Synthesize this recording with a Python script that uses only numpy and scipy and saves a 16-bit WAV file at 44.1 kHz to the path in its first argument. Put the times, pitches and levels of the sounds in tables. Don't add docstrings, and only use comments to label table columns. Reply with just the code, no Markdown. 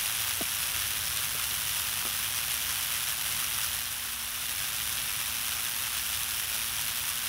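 import sys
import numpy as np
from scipy import signal
from scipy.fft import rfft, irfft
from scipy.io import wavfile

SR = 44100
rng = np.random.default_rng(int(sys.argv[2]) if len(sys.argv) > 2 else 0)


def transcribe(u):
    v = np.clip(np.atleast_2d(u).T, -1, 1)
    q = np.round(v * 32767).astype(np.int16)
    wavfile.write(sys.argv[1], SR, q)


N = 321048
TIME, HZ = np.arange(N) / SR, np.fft.rfftfreq(N, 1 / SR)


def gain_of(db):
    return 10 ** (np.asarray(db) / 20)


def evened(x):
    return x / np.sqrt(np.mean(x ** 2) + 1e-20)


def read(points):
    f, value = np.transpose(points)
    return np.interp(np.log(HZ + 1), np.log(f + 1), value)


def follow(rows):
    s, *columns = np.transpose(rows)
    return [np.interp(TIME, s, c) for c in columns]


def wander(rate_hz):
    shape = HZ / (HZ + 2) / (1 + (HZ / rate_hz) ** 2)
    return evened(irfft(rfft(rng.standard_normal(N)) * shape, N))


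def causal(gain):
    log_gain = np.log(np.maximum(gain, 1e-5))
    circle = np.concatenate([log_gain, log_gain[-2:0:-1]])
    return np.exp(np.conj(signal.hilbert(circle)))[:len(gain)]


# (frequency [Hz], level re shared sound [dB])
APART = [(110, -36), (200, -13), (380, -10.5), (720, -10.5), (1050, -34), (1600, -82), (6800, -59),
         (7700, -26), (8600, -14), (15500, -15)]
# (frequency [Hz], lead [rad])
LEAD = [(7800, 0), (9200, 0.52), (15600, .92)]


def ports(a, b):
    apart = gain_of(read(APART)) * b
    turn = np.exp(.5j * read(LEAD))
    left, right = (a + apart) * turn, (a - apart) / turn
    pair = irfft(np.array([left, right]) / turn.real, N)
    return pair / np.std(pair.mean(0))


# (frequency [Hz], relative density [dB per Hz])
RUMBLE = [(15, -32), (26, -19), (36, -9), (50, -4), (72, 2), (95, 2.5), (120, -2.5), (165, -8.5),
          (280, -15.5), (400, -18), (700, -19.5), (2000, -50)]
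# (time [s], level before trim [dB])
RUMBLE_DB = [(0.0, -52), (0.81, -50.5), (3.2, -55), (3.31, -50), (4.18, -56), (4.62, -52.5), (6.93, -52),
             (7.28, -54)]


def rumble(trim_db=0.86):
    level_db, = follow(RUMBLE_DB)
    a, b = rfft(rng.standard_normal((2, N))) * gain_of(read(RUMBLE))
    return gain_of(level_db + trim_db) * ports(a, b)


# (start [s], length [s], mean pitch [Hz], rms level at full swell [dB])
DRONE = [(0.3, 3.8, 139, -58.5), (4.25, 1.15, 140.5, -59), (6.2, 1.8, 138, -61.5)]
DRONE_FADE_S = .45


def drone(waver_hz=1.6):
    out, waver = np.zeros(N), waver_hz * wander(rate_hz=2.3)
    for start, length, hz, db in DRONE:
        edge_s = np.minimum(TIME - start, start + length - TIME)
        swell = np.clip(edge_s / DRONE_FADE_S, 0, 1)
        out += gain_of(db) * swell * np.sin(2 * np.pi * np.cumsum(hz + waver) / SR)
    return np.sqrt(2) * out


# (frequency [Hz], rms level once risen [dB])
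HUM = [(59.2, -60), (236.9, -62)]
HUM_START_DB, HUM_RISE_S = -16, .36


def hum(waver=0.095):
    rise_db = HUM_START_DB * np.exp(-TIME / HUM_RISE_S)
    out = np.zeros(N)
    for hz, db in HUM:
        tone = np.sin(2 * np.pi * (hz * TIME + rng.random()))
        out += gain_of(db + rise_db) * tone * (1 + waver * wander(rate_hz=1.4))
    return np.sqrt(2) * out


# (time [s], initial level [dB], pitch [Hz], t60 [s])
TICKS = [(2.011, -32, 1410, .025), (2.028, -31, 1160, 0.013), (2.0533, -26.5, 1330, 0.014)]


def ticks():
    t, out = np.arange(SR // 20) / SR, np.zeros(N)
    for s, db, hz, t60 in TICKS:
        out[round(s * SR):][:len(t)] += gain_of(db - 60 * t / t60) * np.sin(2 * np.pi * hz * t)
    return out


# (time [s], contact peak [dB], starting pitch [Hz], length [s], splatter share [0-1])
PLOPS = [(0.408, -28, 530, 0.022, 0.21), (1.344, -42, 560, 0.022, 0.7), (1.504, -47, 360, 0.035, 0.6),
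         (2.0525, -37, 525, 0.0062, 0.1), (2.062, -38.5, 520, 0.023, 0.77)]


def plops(knock_db=4, knock_hz=685, knock_decay=4.0, sink=2.5, splatter_hz=700):
    t, out = np.arange(SR // 10) / SR, np.zeros(N)
    wet = signal.butter(3, [200, splatter_hz], "bandpass", fs=SR, output="sos")
    for s, db, hz, length, splatter in PLOPS:
        age = np.minimum(t / length, 1)
        thud = np.sin(2 * np.pi * np.cumsum(hz / (1 + sink * age)) / SR)
        knock = gain_of(knock_db) * np.exp(-knock_decay * age) * np.sin(2 * np.pi * knock_hz * t)
        splash = evened(signal.sosfilt(wet, rng.standard_normal(len(t)))) / np.sqrt(2)
        contact = gain_of(db) * np.sin(np.pi * age ** 0.55)
        drop = (1 - splatter) * (thud - knock) + splatter * splash
        out[round(s * SR):][:len(t)] += contact * drop
    return out


# (time [s], level before trim [dB])
JET = [(0.08, -30.5), (0.38, -31.5), (3.25, -31.5), (3.63, -31), (3.87, -34), (4.36, -35), (4.48, -32.5),
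       (7.2, -32)]
FLAP_HZ, FLAP_DRIFT_HZ, FLAP_DEPTH = 112.9, 4, .33
STALL_DB, STALL_RANGE_DB = -4.5, 3


def flapping():
    jet_db, = follow(JET)
    above_stall_db = jet_db - np.median(jet_db) - STALL_DB
    return FLAP_DEPTH * np.clip(above_stall_db / STALL_RANGE_DB, 0, 1)


def unrest(calm=.28):
    depth = flapping()
    return 1 - calm + calm * depth / depth.mean()


SPUTTER_DB, SPUTTER_HZ = 0.47, 9


def tearing(flap_spread_hz=13, surge_db=0.75, burst_db=1.5):
    rate_hz = FLAP_HZ + FLAP_DRIFT_HZ * wander(rate_hz=.8) + flap_spread_hz * wander(rate_hz=30)
    flap = np.exp(flapping() * np.cos(2 * np.pi * np.cumsum(rate_hz) / SR))
    turbulence_db = SPUTTER_DB * wander(rate_hz=SPUTTER_HZ)
    turbulence_db += surge_db * wander(rate_hz=18) + burst_db * wander(rate_hz=550)
    return evened(flap * gain_of(unrest() * turbulence_db))


def droplets(flow, per_s, spread_db):
    excess = np.minimum(rng.exponential(1, N), 4.5) - 1.5
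    size = gain_of(spread_db * unrest() * excess)
    sign = rng.choice([-1., 1.], N)
    lands = rng.random(N) < flow ** 2 * per_s / SR
    return evened(size * sign * lands)


# (centre [Hz], own flicker [dB rms], droplet power share [0-1], flow exponent [-])
TEXTURE = [(1300, 0.95, 0.2, 0.74), (3070, 0.8, 0.28, 0.8), (5900, 1.0, 0.38, 0.92),
           (10200, 1.5, 0.28, 0.79), (14700, 1.5, 0, 0.68)]


def fizz(flow):
    mist, snaps = flow * rng.standard_normal(N), droplets(flow, per_s=7000, spread_db=3.5)
    out = np.zeros(len(HZ), complex)
    for hz, flicker_db, share, throb in TEXTURE:
        band = read([(row[0], row[0] == hz) for row in TEXTURE])
        water = np.sqrt(1 - share) * mist + np.sqrt(share) * snaps
        water = water * flow ** (throb - 1)
        out += band * rfft(evened(water * gain_of(flicker_db * wander(rate_hz=180))))
    return out


# (frequency [Hz], relative density [dB per Hz])
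SPRAY = [(150, -27), (500, -16.6), (690, -10.7), (950, -7), (1170, -4.2), (1540, -1.8), (2100, -3.7),
         (2850, .7), (3450, -.1), (4500, -6), (5800, -2.2), (7000, -8), (8200, -6.9), (9500, -2.4),
         (10800, -1.8), (13200, -5.1), (15700, -5.1)]
# (delay [s], strength [amplitude ratio])
ECHOES = [(.00514, .045), (.00549, .04)]
RIPPLE = .17


def spray(trim_db=1.19):
    flow = tearing()
    treble = np.clip((HZ - 7000) / 7000, 0, 1)
    paths = 1 - RIPPLE * treble * np.exp(-2j * np.pi * HZ * .001919)
    for delay_s, strength in ECHOES:
        paths = paths + strength * np.exp(-2j * np.pi * HZ * delay_s)
    colour = causal(gain_of(read(SPRAY))) * paths
    jet_db, = follow(JET)
    return gain_of(jet_db + trim_db) * ports(colour * fizz(flow), colour * fizz(flow))


def scene():
    return rumble() + drone() + hum() + ticks() + plops() + spray()


EDGE_HZ = 15760


def record(dry):
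    lowpass = signal.firwin(2047, EDGE_HZ, window=("kaiser", 9), fs=SR)
    return signal.oaconvolve(dry, lowpass[None], "same")


dry = scene()
out = record(dry)
transcribe(out)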